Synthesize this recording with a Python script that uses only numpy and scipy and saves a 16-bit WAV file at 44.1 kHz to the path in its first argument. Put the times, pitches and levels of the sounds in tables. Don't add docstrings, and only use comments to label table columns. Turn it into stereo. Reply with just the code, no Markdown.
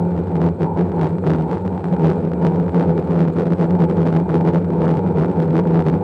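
import sys
import numpy as np
from scipy import signal
from scipy.fft import rfft, irfft
from scipy.io import wavfile
from scipy.ndimage import uniform_filter1d, minimum_filter1d

SR = 44100
rng = np.random.default_rng(int(sys.argv[2]) if len(sys.argv) > 2 else 0)


def wav_record(signal):
    frames = np.transpose(np.atleast_2d(signal))
    bounded = np.clip(frames, -1, 1)
    quanta = np.round(bounded * 32767).astype(np.int16)
    wavfile.write(sys.argv[1], SR, quanta)


N = 266099
TIME = np.arange(N) / SR
FREQS = np.maximum(np.arange(N // 2 + 1) * SR / N, 1)


def undb(db):
    return 10 ** (np.asarray(db) / 20)


def level(x, rms_db):
    return x * undb(rms_db) / np.std(x)


def walk(rate_hz):
    hold = int(SR / rate_hz)
    steps = np.repeat(rng.standard_normal(N // hold + 1), hold)
    smooth = uniform_filter1d(uniform_filter1d(steps, hold), hold)
    return level(smooth[:N], 0)


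def curve(points):
    return np.interp(TIME, *np.transpose(points))


def colour(x, points):
    hz, db = np.transpose(points)
    gain = undb(np.interp(np.log(FREQS), np.log(hz), db))
    return irfft(rfft(x) * gain, N)


# t/s, f/Hz
BLADE_RATE = [(0.0, 174.3), (0.85, 172.2), (1.04, 166.1), (1.15, 175), (1.35, 164.8), (1.65, 186.2),
              (1.85, 175.8), (2.05, 168.5), (2.3, 174.2), (3.2, 171.1), (3.78, 176.7), (4.05, 167.9),
              (4.4, 172.7), (4.7, 173.2), (5.15, 169.1), (5.31, 186.1), (5.45, 169.1), (5.7, 175.3),
              (6.03, 169.7)]
GUST_SAG_HZ = 9


def blade_rate(gust, wander_hz=2.5):
    sag_hz = GUST_SAG_HZ * gust
    return curve(BLADE_RATE) - sag_hz + wander_hz * (1 - gust) * walk(18)


# multiple, level/dB
OVERTONES = [(1.5, -15), (2, -15), (2.5, -14), (3, -16.5), (3.5, -26), (4, -29), (5, -29)]


def hum(phase, overtone_db, smear_rad=1.2, flicker_db=1.0):
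    overtones = 0
    for multiple, db in OVERTONES:
        overtones = overtones + undb(db) * np.sin(multiple * phase + smear_rad * walk(22))
    flicker = undb(flicker_db * walk(40))
    return np.sqrt(2) * flicker * (np.sin(phase) + undb(overtone_db) * overtones)


# f/Hz, width/Hz, lift/dB
FRAME_MODES = [(892, 150, 8), (1439.7, 330, 12), (2371, 380, 15)]


def airframe(x):
    lift_db = 0
    for hz, width_hz, db in FRAME_MODES:
        lift_db = lift_db + db / (1 + (2 * (FREQS - hz) / width_hz) ** 2)
    return irfft(rfft(x) * undb(lift_db), N)


# shaft f/Hz, level/dB
ROTORS = [(76, -4.5), (80, -3.5), (84, -4.5), (88, -3.5), (91, -3), (93.5, -2), (96, -4.5), (99.5, -4)]
# f/Hz, gain/dB
BUZZ_SPECTRUM = [(70, -1.5), (95, 0.7), (130, -3), (185, 5), (235, -6), (290, -9), (340, -1), (500, -3.5),
                 (600, -16.5), (760, -12.5), (960, -20.5), (1120, -32), (2000, -49), (2500, -53.5),
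                 (2800, -68), (6000, -76)]


def propellers(pace, trim=.018, flutter=0.007, follow=.6, shadow_db=3, order=64):
    turn = np.linspace(0, 1, 2049)
    multiples = np.arange(1, order + 1)[:, None]
    out = 0
    for shaft_hz, db in ROTORS:
        starts = rng.random((order, 1))
        pattern = np.sin(2 * np.pi * (multiples * turn + starts)).sum(axis=0)
        speed_hz = shaft_hz * pace ** follow * (1 + trim * walk(4) + flutter * walk(22))
        position = np.cumsum(speed_hz) / SR % 1
        out = out + undb(db + shadow_db * walk(14)) * np.interp(position, turn, pattern)
    return level(airframe(colour(out, BUZZ_SPECTRUM)), 0)


# t/s, level/dB
ARM_RING = [(0, 6.5), (.21, -7.5), (.3, 5.5), (.47, 3.5), (.58, -8), (.68, 11.5), (.9, -4), (1.0, 5),
            (1.19, -1.5), (1.52, 6.5), (1.8, 3), (2.1, 2.5), (2.27, -1.5), (2.55, 3.5), (2.64, -2),
            (2.9, 1), (3.35, -5), (3.83, 3), (3.92, -1.5), (4.54, 2.5), (4.63, -8), (4.74, 4), (5.2, -1),
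            (5.38, 3.5), (5.47, -2), (5.8, 2.5), (6.03, -1.5)]
ARM_RATE_HZ, ARM_SPREAD_DB, ARM_GUST_DB = 16, 1, -1.5


def arms(buzz, gust, drift_hz=10):
    hz, width_hz, _ = FRAME_MODES[0]
    ring = irfft(rfft(buzz) * np.exp(-((FREQS - hz) / width_hz) ** 2), N)
    turning = np.exp(2j * np.pi * np.cumsum(drift_hz * walk(7)) / SR)
    drifting = np.real(signal.hilbert(ring) * turning)
    ring_db = curve(ARM_RING) + ARM_SPREAD_DB * walk(ARM_RATE_HZ) + ARM_GUST_DB * (gust - gust.mean())
    return buzz - ring + drifting * undb(ring_db)


# f/Hz, gain/dB
BUFFET = [(20, -1.5), (45, -8), (68, -0.5), (110, 1), (250, 1), (450, -2.5), (700, -13.5), (1100, -25.5),
          (2000, -46), (5000, -67.5)]


def wind(flicker_db=2):
    rumble = level(colour(rng.standard_normal(N), BUFFET), 0)
    return rumble * undb(flicker_db * np.tanh(walk(35)))


# f/Hz, gain/dB
HISS_SPECTRUM = [(500, -10), (2500, -7), (4300, 1.5), (5800, -26.5), (7200, -2), (7550, -8), (8400, -8.5),
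                 (9800, -19), (15000, -18.5)]
HISS_DB, PORT_HISS_DB = -68.5, -80.5


def tip_hiss(flutter_db):
    flutter = undb(flutter_db * walk(180))
    return level(colour(rng.standard_normal(N), HISS_SPECTRUM) * flutter, HISS_DB)


def port_hiss():
    return level(colour(rng.standard_normal((2, N)), HISS_SPECTRUM), PORT_HISS_DB)


# f/Hz, level/dB
WHINE = [(8012, -86), (8032, -88.5), (8045, -78.5), (8066, -81), (8925, -87), (8950, -91)]


def drives(waver_hz=3, flicker_db=2):
    out = 0
    for hz, db in WHINE:
        tone = np.sin(2 * np.pi * np.cumsum(hz + waver_hz * walk(6)) / SR)
        out = out + np.sqrt(2) * undb(db + flicker_db * walk(7.6)) * tone
    return out


# t/s, length/s, depth/dB
LULLS = [(0.129, 0.032, -1.5), (0.273, 0.049, -8.5), (0.559, 0.049, -13), (0.747, 0.036, -9),
         (0.896, 0.049, -8), (1.094, 0.024, -7), (1.204, 0.032, -9.5), (1.485, 0.021, -8),
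         (1.608, 0.059, -9), (1.797, 0.053, -11.5), (1.899, 0.024, -7), (2.141, 0.039, -5),
         (2.219, 0.027, -11), (2.297, 0.019, -6), (2.717, 0.028, -12), (3.033, 0.063, -13),
         (3.258, 0.02, -4.5), (3.335, 0.055, -8), (3.568, 0.052, -10), (3.882, 0.026, -9),
         (3.95, 0.033, -6.5), (4.248, 0.022, -11.5), (4.521, 0.024, -9.5), (4.594, 0.021, -9.5),
         (4.946, 0.019, -6.5), (5.018, 0.03, -6), (5.137, 0.022, -13.5), (5.268, 0.04, -2),
         (5.332, 0.029, -8.5), (5.844, 0.034, -7.5), (5.992, 0.019, -12)]


def lulls():
    return sum(db * np.exp(-(2 * (TIME - at) / length) ** 2) for at, length, db in LULLS)


# t/s, length/s, relative hum level/dB, crackle level re hardest/dB
GUSTS = [(0.182, 0.064, -18, -10), (0.369, 0.035, -22.5, -6.5), (0.447, 0.09, -14, -4.5),
         (0.628, 0.06, -17, -4.5), (0.796, 0.068, -15, -4.5), (1.038, 0.098, -18, -2.5),
         (1.305, 0.125, -16.5, -1.5), (1.405, 0.086, -18, -10), (1.528, 0.079, -24, -4.0),
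         (1.656, 0.05, -28, -11), (1.858, 0.049, -20.5, -11.5), (1.933, 0.04, -14, -7),
         (2.068, 0.124, -12.5, -1.0), (2.257, 0.058, -20, -17.5), (2.456, 0.08, -15, -3),
         (2.583, 0.22, -24, -11.5), (2.786, 0.105, -13.5, -1), (2.898, 0.055, -13, -5.5),
         (2.985, 0.035, -14, -4.5), (3.13, 0.1, -16.5, -6.5), (3.212, 0.085, -14.5, -2.5),
         (3.287, 0.037, -17, -8), (3.398, 0.082, -16.5, -3.5), (3.468, 0.035, -16, -5),
         (3.527, 0.047, -12, -5), (3.623, 0.071, -14, -3), (3.731, 0.105, -16.5, -11.5),
         (3.824, 0.061, -11, -1), (3.91, 0.04, -14.5, -5), (4.004, 0.083, -13, -5),
         (4.078, 0.057, -17, -1.5), (4.16, 0.09, -15, -2.5), (4.221, 0.03, -15.5, -14),
         (4.3, 0.03, -20.5, -7.5), (4.351, 0.062, -14, 0), (4.41, 0.04, -16, -9.5),
         (4.478, 0.066, -13.5, -1.5), (4.557, 0.06, -16, -2.5), (4.718, 0.073, -20, -11),
         (4.875, 0.175, -15.5, -3), (4.978, 0.045, -19.5, -6.5), (5.076, 0.099, -24, -11.5),
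         (5.212, 0.11, -19.5, -4.0), (5.413, 0.073, -17.5, -4), (5.305, 0.05, -19.5, -11.5),
         (5.505, 0.025, -20, -8.5), (5.574, 0.08, -13.5, -1), (5.681, 0.089, -16.5, -7.5),
         (5.775, 0.105, -14.0, -2), (5.876, 0.051, -9.5, -2), (5.942, 0.052, -15.5, -5.5)]
GUST_SHAPE = 3.0


def swells(peaks_db):
    power = np.zeros(N)
    for (at, length, *_), db in zip(GUSTS, peaks_db):
        near = slice(max(int((at - 2 * length) * SR), 0), int((at + 2 * length) * SR))
        offset = np.abs(2 * (TIME[near] - at) / length)
        power[near] += undb(2 * db) * np.exp(-2 * offset ** GUST_SHAPE)
    return power


# t/s, low thud level/dB, bright snap level/dB
SNAPS = [(0.356, -19, -35), (0.3661, -31.5, -37.5), (0.4172, -16, -31.5), (0.4885, -23, -35),
         (0.62, -19.5, -34), (0.6317, -20.5, -31), (0.6642, -26.5, -44.5), (0.793, -20.5, -32.5),
         (0.897, -28, -50.5), (0.919, -26.5, -40.5), (1.0133, -22, -29.5), (1.1845, -25, -40),
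         (1.24, -18.5, -48), (1.2668, -18, -32), (1.279, -28, -34), (1.3044, -14, -28),
         (1.3172, -17.5, -33), (1.3355, -16.5, -30), (1.4228, -36, -37), (1.514, -20.5, -33),
         (1.572, -20.5, -40), (1.581, -28, -41), (1.6366, -39, -53), (1.6782, -22.5, -36),
         (1.7781, -23.5, -38.5), (1.8429, -18.5, -35), (1.8555, -23.5, -40), (1.8845, -26.5, -40.5),
         (1.9273, -23, -37), (1.9658, -22.5, -40), (2.0709, -20.5, -29), (2.0825, -20.5, -31.5),
         (2.1014, -18.5, -31), (2.1144, -15.5, -35), (2.2516, -33, -38), (2.3181, -22.5, -39),
         (2.3351, -23, -36), (2.4683, -17, -27), (2.5592, -25.5, -37), (2.5995, -21.5, -37),
         (2.6815, -20.5, -41), (2.694, -23.5, -37.5), (2.746, -18.5, -33), (2.7796, -19, -37),
         (2.7977, -19.5, -30.5), (2.8097, -16.5, -33), (2.8492, -26, -42), (2.8838, -38, -41),
         (2.8951, -21, -35.5), (2.9792, -19.5, -33), (3.1625, -20.5, -39), (3.2057, -17.5, -30),
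         (3.2167, -18.5, -33), (3.229, -26, -33), (3.2834, -22.5, -35.5), (3.3676, -21, -40),
         (3.386, -19.5, -32), (3.4207, -21, -35), (3.5225, -17.5, -33), (3.5344, -21, -31),
         (3.6013, -22, -35.5), (3.6119, -17.5, -33), (3.7079, -23.5, -33.5), (3.7523, -21, -38),
         (3.8212, -16, -31), (3.912, -20.5, -36), (3.9826, -20, -36), (4.0185, -22, -34.5),
         (4.0736, -18, -30), (4.0848, -21, -33), (4.171, -19.5, -32.5), (4.293, -19, -36.5),
         (4.2999, -15.5, -42), (4.332, -24, -39), (4.3435, -16.5, -29), (4.3553, -15, -29),
         (4.3675, -25.5, -35), (4.4102, -20.5, -35), (4.4947, -24.5, -37), (4.5471, -20.5, -31.5),
         (4.5589, -14, -32), (4.6456, -25.5, -40), (4.7045, -22.5, -39), (4.735, -25.5, -39),
         (4.8691, -14, -37.5), (4.91, -20, -34), (4.9713, -22.5, -33.5), (4.9924, -23.5, -36.5),
         (5.0636, -24.5, -41), (5.185, -19, -34), (5.211, -19, -37), (5.2357, -16, -38),
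         (5.247, -18.5, -35), (5.2994, -24.5, -39), (5.3597, -28.5, -43), (5.4023, -21, -31),
         (5.4868, -22.5, -54), (5.5071, -31.5, -34), (5.5556, -14, -32), (5.5676, -21, -29),
         (5.5798, -17, -31), (5.5978, -21.5, -32), (5.6545, -20.5, -47.5), (5.7454, -18, -33),
         (5.7755, -16.5, -34), (5.793, -15, -31), (5.823, -24, -35), (5.885, -16.5, -28),
         (5.899, -20.5, -32), (5.9404, -19.5, -37)]
THUD_GAIN_DB, SNAP_GAIN_DB = 11.5, 53
TICK_TURN = 0.31


def impulses(levels_db):
    out = np.zeros(N)
    out[(np.array(SNAPS)[:, 0] * SR).astype(int)] = undb(levels_db)
    return out


def in_step(phase, reach_s=0.02):
    at = np.array(SNAPS)[:, 0]
    lead = np.exp(1j * (2 * np.pi * TICK_TURN - np.interp(at, TIME, phase)))
    shared = np.exp(-np.abs(at[:, None] - at) / reach_s) @ lead
    return phase + np.interp(TIME, at, np.unwrap(np.angle(shared)))


ALTERNATE_DB = 6


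def ticks(pressure, phase, gust, scatter_db=8, stray_db=-7, slip_s=0.0005, rest_s=0.012):
    size, slip = rng.standard_normal((N // 70 + 1, 2)).T
    swings = np.flatnonzero(np.diff(np.floor(phase / (2 * np.pi) - TICK_TURN)) > 0)
    crests, _ = signal.find_peaks(pressure, height=0, distance=SR // 600)
    strength = np.zeros(N)
    local_rms = np.sqrt(uniform_filter1d(pressure ** 2, size=2000)[crests])
    strength[crests] = undb(stray_db) * pressure[crests] / local_rms
    slips = (SR * slip_s * slip[:len(swings)]).astype(int)
    on_swing = np.clip(swings + slips, 0, N - 1)
    strength[on_swing] = undb(ALTERNATE_DB * (-1.) ** np.arange(len(on_swing)))
    at = np.flatnonzero(strength)
    strength[at] *= undb(scatter_db * np.tanh(0.4 * size[:len(at)]))
    energy = np.abs(uniform_filter1d(strength ** 2, size=2200))
    strength = strength * gust / np.sqrt(energy + 1e-9)
    no_snap = 1. 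* (impulses(np.array(SNAPS)[:, 1]) == 0)
    return strength * minimum_filter1d(no_snap, int(rest_s * SR))


# f/Hz, gain/dB
TICK_SPECTRUM = [(60, -8.5), (250, -1), (1100, 3), (2500, -0.5), (4800, 0), (6500, -2.5), (10000, -2.5),
                 (15000, -9)]


def crackle(strength, ring_hz=480, damping=0.83, lag_samples=0.89, echo_db=-10, echo_s=0.0019,
            grit_db=-8.5, grit_s=0.0024, grit_width=1.3):
    at = np.flatnonzero(strength)
    lag, gap, size = rng.standard_normal((N // 70 + 1, 3))[at // 70].T
    echoes = at + (SR * echo_s * np.exp(.3 * gap)).astype(int)
    echo_strength = strength[at] * undb(echo_db + 2.6 * np.tanh(size))
    late = np.round(lag_samples * lag).astype(int)
    kinks = np.zeros((2, N))
    for side, shift in enumerate((0, late)):
        kinks[side, np.clip(at + shift, 0, N - 1)] += strength[at]
        kinks[side, np.clip(echoes - shift, 0, N - 1)] += echo_strength
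    spread = np.exp(-np.abs(np.arange(-SR // 100, SR // 100) / SR) / grit_s)
    envelope = np.sqrt(np.abs(signal.fftconvolve(strength ** 2, spread / spread.sum(), "same")))
    noise = rng.standard_normal(N) + grit_width * np.diff(rng.standard_normal((2, N + 1)))
    grit = undb(grit_db) * envelope * noise
    ratio = 1j * FREQS / ring_hz
    swing = -rfft(kinks + grit) / (1 + 2 * damping * ratio + ratio ** 2)
    return colour(irfft(swing, N), TICK_SPECTRUM)


def snaps(split_hz=1700, build_s=0.00027, relax_s=0.00071, build_share=0.42):
    _, thud_db, snap_db = np.transpose(SNAPS)
    t = np.arange(-SR // 100, SR // 100 + 1) / SR
    build = build_share * np.exp(-np.abs(t) / build_s)
    relax = (build_share - 1) * np.exp(-np.abs(t) / relax_s)
    jump = np.where(t < 0, build, relax)
    thud = signal.fftconvolve(impulses(thud_db + THUD_GAIN_DB), jump, "same")
    snap = crackle(impulses(snap_db + SNAP_GAIN_DB), ring_hz=492, damping=0.49, lag_samples=1.0,
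                   echo_db=-9.5, grit_db=-12.5, grit_s=0.0017)
    low = 1 / (1 + (FREQS / split_hz) ** 6)
    return irfft(rfft(thud) * low + rfft(snap) * (1 - low), N)


LIMIT, LIMIT_SLOPE, LIMIT_S = 0.43, 0.39, 0.0083


def limiter(x):
    span = int(LIMIT_S * SR)
    gain = (LIMIT / np.maximum(np.abs(x).max(axis=0), LIMIT)) ** LIMIT_SLOPE
    return x * uniform_filter1d(minimum_filter1d(gain, span), span)


# t/s, level/dB
THRUST = [(0, -1.5), (.7, 0.5), (1.3, 0.5), (1.7, -2.5), (2.1, 2.5), (3.2, 1.5), (4.2, 0.5), (5, 3.5),
          (6, 1)]
# t/s, level/dB
CALM_HUM = [(0, -23.5), (0.6, -25), (1.2, -22), (1.7, -26.5), (2.2, -21), (2.7, -21), (3.04, -23.5),
            (3.4, -22), (4.3, -20.5), (5.1, -21.5), (6, -21)]
EDDY_RATE_HZ, EDDY_DB = 22, 3.5
BEAT_RATE_HZ = 24
CALM_GUST_DB = -15
CRACKLE_GROWTH = 1.27
OVERTONE_GUST_DB = 3.5
HUM_GAIN_DB, BUZZ_DB, RUMBLE_DB, CRACKLE_DB = 0.66, -19, -23.5, -30.5
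BUZZ_PER_GUST, BUZZ_PER_THRUST, RUMBLE_PER_GUST = 0.24, 0.92, 0.43
SHAFT_DB, SHAFT_CALM_DB = -20.5, 1.5


def scene(beat_depth=0.3, ceiling=0.61, jitter_rad=0.09, lull_share=0.33, flutter_db=4.0):
    _, _, hum_db, crackle_db = np.transpose(GUSTS)
    thrust_db = curve(THRUST)
    eddies_db = EDDY_DB * np.tanh(walk(EDDY_RATE_HZ))
    gust = np.sqrt(swells(crackle_db) + undb(2 * (CALM_GUST_DB + eddies_db)))
    gust_db = 20 * np.log10(gust)

    beat = 1 + beat_depth * np.tanh(walk(BEAT_RATE_HZ))
    calm = undb(curve(CALM_HUM) + .5 * eddies_db) * beat
    throb = np.sqrt(swells(hum_db) + calm ** 2) * undb(HUM_GAIN_DB)
    blade_hz = blade_rate(gust)
    phase = in_step(2 * np.pi * np.cumsum(blade_hz) / SR + jitter_rad * walk(45))
    lull_db = lulls()
    overtone_db = thrust_db + OVERTONE_GUST_DB * (gust - gust.mean())
    blades = throb * undb(lull_db) * hum(phase, overtone_db)

    rotors = propellers(blade_hz / blade_hz.mean())
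    shafts = colour(rotors, [(115, 2.5), (150, -42.0)])
    buzz_db = BUZZ_DB + BUZZ_PER_GUST * gust_db + BUZZ_PER_THRUST * thrust_db + lull_share * lull_db
    buzz = arms(rotors - shafts, gust) * undb(buzz_db)
    buzz = buzz + shafts * undb(SHAFT_DB - SHAFT_CALM_DB * gust)
    rumble = wind() * undb(RUMBLE_DB + RUMBLE_PER_GUST * gust_db)

    pressure = blades + buzz + rumble
    rounded = ceiling * np.tanh(pressure / ceiling)
    rasp = level(crackle(ticks(pressure, phase, gust ** CRACKLE_GROWTH)), CRACKLE_DB)
    return rounded + rasp + snaps() + tip_hiss(flutter_db) + port_hiss() + drives()


TOP_HZ = 15600


def record(dry, low_cut_hz=80):
    low_cut = signal.butter(2, low_cut_hz, "high", fs=SR, output="sos")
    sound = limiter(signal.sosfilt(low_cut, dry))
    high_cut = signal.ellip(8, .2, 70, TOP_HZ, fs=SR, output="sos")
    return signal.sosfilt(high_cut, sound)


dry = scene()
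out = record(dry)
wav_record(out)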